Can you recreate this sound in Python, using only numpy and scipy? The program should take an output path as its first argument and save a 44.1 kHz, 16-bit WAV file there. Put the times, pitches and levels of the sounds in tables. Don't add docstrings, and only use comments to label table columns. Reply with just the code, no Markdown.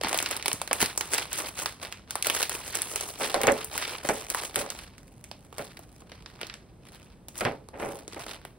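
import sys
import numpy as np
from scipy import signal
from scipy.fft import rfft, irfft, next_fast_len
from scipy.io import wavfile

SR = 44100
rng = np.random.default_rng(int(sys.argv[2]) if len(sys.argv) > 2 else 0)


def wrap_up_sound(samples):
    columns = np.atleast_2d(samples).T
    tamed = np.clip(columns, -1, 1)
    steps = np.round(tamed * 32767).astype(np.int16)
    wavfile.write(sys.argv[1], SR, steps)


N = 378378

# (frequency [Hz], relative density [dB])
ROOM_TONE = [(22, -35), (42, 2), (80, 1.5), (170, -1.5), (267, -6), (663, -15.5), (5000, -45.5),
             (6500, -64.5)]
ROOM_TONE_DB, HISS_DB = -51, -64.5

# (full grip time [s], hold [s], relative crackle level [dB], treble against middle [dB])
SQUEEZES = [(0.031, 0.32, -34.5, -4.5), (0.459, 0.054, -34.5, -2), (0.711, 0.095, -40, -24),
            (.81, 0.015, -29.5, 1.5), (0.958, 0.22, -44.5, 6), (1.121, 0.047, -28, -1),
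            (1.32, 0.14, -33.5, 1.5), (1.58, 0.051, -33.5, 3.5), (1.83, 0.015, -35.5, -1),
            (2.1, 0.14, -45, -7), (2.26, 0.036, -31, -0.5), (2.34, 0.07, -32, 3), (2.515, 0.071, -33, -0.5),
            (2.64, 0.44, -36, 2), (3.2, 0.051, -30, 0), (3.35, 0.28, -37.5, -2), (3.73, 0.2, -33, -2.5),
            (4.049, 0.16, -36.5, 2), (4.302, 0.15, -34.5, 1), (4.56, 0.05, -33, 0),
            (4.719, 0.098, -41.5, -2), (4.998, 1, -59.5, 3.5), (5.582, 0.073, -40.5, -0.5),
            (6.1, 0.25, -47, -8), (6.4, 0.1, -44, -17), (6.86, 0.16, -47.5, -3), (7.38, 0.024, -36.5, 3),
            (7.799, 0.17, -43, 3), (8.13, 0.2, -39.5, -4.5)]
GRIP_DB_PER_S, LET_GO_DB_PER_S = 350.5, 108
TREBLE_HASTE = 1.53
# (treble [dB], middle [dB], low [dB])
SWARM_DB = [-16.5, -18, -16.5]

# (time [s], relative treble level [dB], middle level [dB], low level [dB])
SNAPS = [(0.0125, -26.5, -31, -31), (0.0354, -18.5, -23, -28.5), (0.046, -31, -24.5, -28),
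         (0.0703, -29, -26, -29), (0.085, -16, -31, -34), (0.0932, -17.5, -23.5, -47),
         (0.1293, -15, -22.5, -23.5), (0.1444, -14.5, -23, -26), (0.1756, -13, -37, -33),
         (0.188, -11, -18.5, -48), (0.202, -17, -26.5, -32), (0.2264, -13.5, -26.5, -27.5),
         (0.2602, -22.5, -19, -55), (0.2885, -29, -33, -45), (0.311, -14.5, -33, -30),
         (0.366, -21, -31, -32), (0.373, -28.5, -56, -61), (0.426, -24, -28, -45),
         (0.459, -12.5, -18.5, -25), (0.4812, -11, -19.5, -22.5), (0.516, -23, -23.5, -28),
         (0.530, -10.5, -32.5, -51.5), (0.616, -16, -25, -28), (0.6762, -22.5, -28, -41),
         (0.7117, -29, -20, -16.5), (0.7305, -6.5, -21.5, -31.5), (0.8039, -14, -25, -34),
         (0.815, -8.5, -22.5, -37.5), (0.8269, -8, -17.5, -20.5), (0.8593, -15.5, -23.5, -49),
         (0.9765, -6, -33, -28.5), (1.0094, -14.5, -18, -25.5), (1.1351, -11.5, -20.5, -31),
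         (1.1416, -12, -27.5, -30), (1.180, -13, -25.5, -47), (1.183, -20, -21.5, -28.5),
         (1.3298, -11.5, -31, -67), (1.399, -44, -30, -34.5), (1.6593, -14.5, -18.5, -29),
         (1.8496, -51, -31, -39.5), (1.9246, -24.5, -27, -63), (2.1077, -16, -23.5, -39.5),
         (2.155, -15, -22.5, -26), (2.2252, -10.5, -25, -61.5), (2.2463, -20, -21.5, -39.5),
         (2.2693, -5.5, -23, -24), (2.2991, -9.5, -13.5, -22.5), (2.4283, -7.5, -16.5, -30),
         (2.4953, -13.5, -25.5, -37.5), (2.5495, -25, -33, -37), (2.7533, -12.5, -36, -31),
         (2.771, -17, -35.5, -37), (2.819, -11, -28.5, -71), (2.9588, -10.5, -22.5, -35),
         (3.0096, -17.5, -31.5, -36), (3.3432, -15.5, -19, -16), (3.415, -13, -22, -48),
         (3.434, -13.5, -18.5, -26), (3.47, -9.5, -17.5, -18), (3.52, -17, -58.5, -49),
         (3.6453, -15, -46, -41), (3.778, -9.5, -21, -64), (4.089, -14.5, -19.5, -49),
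         (4.3013, -11, -24.5, -40), (4.347, -15.5, -23.5, -21), (4.5585, -10.5, -17, -70),
         (4.7025, -16, -28.5, -38), (4.789, -35, -32, -60), (4.981, -35.5, -42, -55),
         (5.241, -28.5, -38.5, -54), (5.3141, -35.5, -32, -36.5), (5.527, -40, -44, -39),
         (5.5824, -20, -31.5, -31.5), (5.771, -38.5, -35.5, -55), (5.792, -32, -48, -38.5),
         (6.0203, -61, -51, -44), (6.118, -48, -32.5, -43), (6.2603, -59, -34, -45),
         (6.4134, -25.5, -24, -40), (6.4313, -49, -27, -33.5), (6.446, -45, -36.5, -50),
         (6.469, -30, -37, -57), (6.498, -58, -27, -56), (6.54, -30, -35, -84), (7.2842, -24, -39, -42),
         (7.3781, -23, -45, -69), (7.4083, -21, -21, -25.5), (7.451, -28, -21, -29),
         (7.687, -39, -45.5, -42), (8.079, -26.5, -36.5, -34.5), (8.1943, -30, -43, -44),
         (8.2646, -34, -34.5, -37), (8.282, -43.5, -39, -39.5), (8.4509, -29, -36.5, -38)]
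FILM_BANDS_HZ = [(5500, 19000), (1300, 5500), (280, 1300)]
# (treble [ms], middle [ms], low [ms])
JITTER_MS = [1, 1.436, 1.11]
# (treble [dB], middle [dB], low [dB])
POP_DB = [2.5, 2.5, 16]
# (treble [dB], middle [dB], low [dB])
KITCHEN_DB = [-25, -21, -19]
KITCHEN_T60_S = 0.3
COLOUR_DB = 5.0
COUNTER_MS, COUNTER_DB = 4.8, -13

# (time [s], relative level [dB])
BUMPS = [(0.043, -33.5), (0.531, -37), (0.824, -34), (7.449, -29.5)]
BUMP_HZ, BUMP_MS = (70.4, 270), 15

# (time [s], relative level [dB], rattle t60 [s], favoured pitch [Hz])
RATTLE = [(3.207, -26.5, 0.57, 600), (3.344, -18.5, 0.25, 597), (3.405, -21, 0.09, 480),
          (3.437, -15, 0.13, 650), (3.478, -8, 0.22, 480), (4.048, -20.5, 0.055, 647),
          (4.089, -18, 0.29, 550), (4.562, -23.5, 0.39, 505), (5.591, -24, 0.16, 417),
          (7.411, -20.5, 0.22, 630), (7.454, -17.5, 0.3, 345), (7.733, -34.5, 0.91, 600),
          (7.797, -28.5, 0.35, 700), (7.82, -26, 0.3, 396), (7.858, -34, 0.56, 430),
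          (8.163, -28.5, 0.21, 504)]
OFF_PITCH_DB = 8.5
# (frequency [Hz], relative level [dB], t60 [s])
TRAY = [(135, -1, 0.13), (423.5, -15, 0.15), (438.5, -24, 0.45), (560, -4, 0.045), (704, -6.5, 0.027),
        (800, -7, 0.042)]

# (frequency [Hz], lead of the left port [rad])
LEAD = [(30, 0), (600, -.3), (1800, .7), (2300, 0), (3050, -.8), (4400, -.5), (5100, -1.1), (5500, -3.9),
        (7250, -2.9), (7920, -1.5), (10100, .3), (10900, 1.2), (11900, 2.7), (14700, 5.5), (15600, 6.2)]
# (frequency [Hz], likeness [0-1], left minus right [dB])
PORTS = [(60, .96, -1), (350, .9, 0), (900, .72, -3.5), (1750, .4, -.5), (2700, .85, -1), (4100, .7, -3),
         (5150, .3, -1), (7000, .9, -1.4), (9500, .93, .1), (12700, .96, .4), (14400, .72, 0)]
# (frequency [Hz], gain [dB])
MIC = [(900, -1), (2200, -0.5), (4800, -4.5), (13000, -5), (14200, -17.5), (15650, -8), (15950, -25),
       (16600, -40)]
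CUTOFF_HZ = 16600


def amp(db):
    return 10 ** (np.asarray(db) / 20)


def rms_one(x):
    return x / np.sqrt(np.mean(x ** 2) + 1e-20)


def at_hz(points, hz, column=1):
    table = np.array(points)
    return np.interp(np.log(hz + 1), np.log(table[:, 0]), table[:, column])


def shaped(x, response):
    size = next_fast_len(N + SR // 4)
    hz = np.arange(size // 2 + 1) * SR / size
    return irfft(rfft(x, size) * response(hz), size)[..., :N]


def band(x, low_hz, high_hz):
    return signal.sosfilt(signal.butter(2, [low_hz, high_hz], "band", fs=SR, output="sos"), x)


def dying(clicks, seconds):
    return signal.lfilter([1], [1, -np.exp(-1 / (seconds * SR))], clicks + 1e-18)


def drift(rate_hz):
    step = 40
    r = np.exp(-2 * np.pi * rate_hz * step / SR)
    noise = rng.standard_normal(N // step + 2002)
    slow = signal.lfilter([1], [1, -2 * r, r * r], noise)[2000:]
    return np.interp(np.arange(N) / step, np.arange(len(slow)), rms_one(slow))


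def room_tone():
    noise = rng.standard_normal((2, N))
    hum = rms_one(shaped(noise, lambda hz: amp(at_hz(ROOM_TONE, hz))))
    hiss = rng.standard_normal((2, N))
    return amp(ROOM_TONE_DB) * hum + amp(HISS_DB) * hiss


def squeezing(haste, with_treble):
    t, power = np.arange(0, N / SR + .002, .002), 0
    for s, held, db, treble_db in SQUEEZES:
        before, after = np.maximum(s - t, 0), np.maximum(t - s - held, 0)
        loss_db = GRIP_DB_PER_S * before + LET_GO_DB_PER_S * after
        power = power + amp(db + with_treble * treble_db - haste * loss_db) ** 2
    return np.interp(np.arange(N) / SR, t, np.sqrt(power))


def swarm(base_per_s, spread_db, clump_db):
    sizes = amp(spread_db * np.minimum(rng.exponential(1, N), 3.5))
    chance = base_per_s * amp(clump_db * drift(14)) / SR
    return sizes * (rng.random(N) < chance)


def crackle():
    middle = squeezing(1, False)
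    gains = [squeezing(TREBLE_HASTE, True), middle, middle]
    shared = swarm(base_per_s=240, spread_db=4.5, clump_db=4.0)
    crowding = middle / amp(-36.5)
    bands = []
    for gain, db in zip(gains, SWARM_DB):
        own = swarm(base_per_s=700 * (0.23 + crowding), spread_db=3.5, clump_db=4.0)
        bands.append(gain * amp(db) * rms_one(shared + 0.5 * own))
    return bands


def burst(clicks, film_hz, jitter_ms, room_db, pop_db):
    out, edges = 0, np.geomspace(*film_hz, num=4)
    tints = amp(COLOUR_DB * np.clip(rng.standard_normal((3, N)), -2, 2))
    tints = tints / np.sqrt(np.mean(tints ** 2, axis=0))
    for low, high, tint in zip(edges, edges[1:], tints):
        tinted = clicks * tint
        pop = (amp(pop_db) * tinted) ** 2
        jitter = dying(tinted, jitter_ms / 1000) ** 2
        tail = amp(2 * room_db) * dying(tinted ** 2, KITCHEN_T60_S / np.log(1e6))
        signs = np.sign(rng.random((2, N)) - .5)
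        out = out + band(np.sqrt(pop + jitter + tail) * signs, low, high)
    return out


def film_sound():
    s, *snaps_db = np.transpose(SNAPS)
    at, lag, out = np.round(s * SR).astype(int), round(COUNTER_MS * SR / 1000), 0
    settings = zip(FILM_BANDS_HZ, JITTER_MS, KITCHEN_DB, POP_DB, snaps_db, crackle())
    for film_hz, jitter_ms, room_db, pop_db, db, small in settings:
        clicks = small.copy()
        peak = amp(db) * np.sqrt(SR / (film_hz[1] - film_hz[0]))
        clicks[at] += peak
        clicks[at + lag] += peak * amp(COUNTER_DB)
        out = out + burst(clicks, film_hz, jitter_ms, room_db, pop_db)
    return out


def bumps():
    s, db = np.transpose(BUMPS)
    clicks = np.zeros(N)
    clicks[np.round(s * SR).astype(int)] = amp(db) * np.sqrt(SR / BUMP_HZ[1])
    return band(dying(clicks, BUMP_MS / 1000) * rng.standard_normal((2, N)), *BUMP_HZ)


def tray():
    hzs = np.transpose(TRAY)[0]
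    level = np.zeros((len(TRAY) + 2, N))
    firm = np.zeros((len(TRAY), N))
    haste = np.append(np.ones(len(TRAY) + 1), 1.6)[:, None]
    for s, db, t60, favoured_hz in RATTLE:
        start = round(s * SR)
        t = np.arange(min(SR // 2, N - start)) / SR
        share = amp(-OFF_PITCH_DB * np.log2(hzs / favoured_hz) ** 2)
        light = amp(0.25 * (db + 19.5))
        decay = amp(db - 60 * haste * t / np.clip(t60, .03, .8))
        onset = 1 - np.exp(-t / 0.0011)
        level[:, start:start + len(t)] += np.append(share, [1, light])[:, None] * decay * onset
        firm[:, start] = share * amp(db + 19.0)
    knocks = level * rms_one(swarm(base_per_s=3000, spread_db=0.0, clump_db=2.5))
    rush = rng.standard_normal((2, N))
    clatter = band(band(knocks[-2] * rush, 180, 830), 99, 1350)
    rattle = band(knocks[-1] * rush, 1210, 2400)
    out = amp(6.0) * clatter + amp(3.0) * rattle
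    for (hz, db, t60), soft, hard in zip(TRAY, knocks, firm):
        r = amp(-60 / (np.clip(t60, .03, .4) * SR))
        w = 2 * np.pi * hz / SR
        noise = rng.standard_normal((2, N))
        push = soft * noise + hard * np.sign(noise) + 1e-18
        ring = signal.lfilter([0, np.sin(w)], [1, -2 * r * np.cos(w), r * r], push)
        out += amp(db - 24.0) * ring
    return out


def scene():
    return room_tone() + film_sound() + bumps() + tray()


def record(dry):
    def likeness(hz):
        return np.clip(at_hz(PORTS, hz), 0, 1)

    def port(side):
        def response(hz):
            gain_db = at_hz(MIC, hz) + side * at_hz(PORTS, hz, column=2) / 2
            return amp(gain_db) * np.exp(.5j * side * at_hz(LEAD, hz))
        return response

    common = shaped(dry[0], lambda hz: np.sqrt((1 + likeness(hz)) / 2))
    apart = shaped(dry[1], lambda hz: np.sqrt((1 - likeness(hz)) / 2))
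    pair = np.array([shaped(common + apart, port(1)), shaped(common - apart, port(-1))])
    pair = .9 * np.tanh(pair / .9)
    return signal.sosfilt(signal.ellip(10, .5, 70, CUTOFF_HZ, fs=SR, output="sos"), pair)


dry = scene()
out = record(dry)
wrap_up_sound(out)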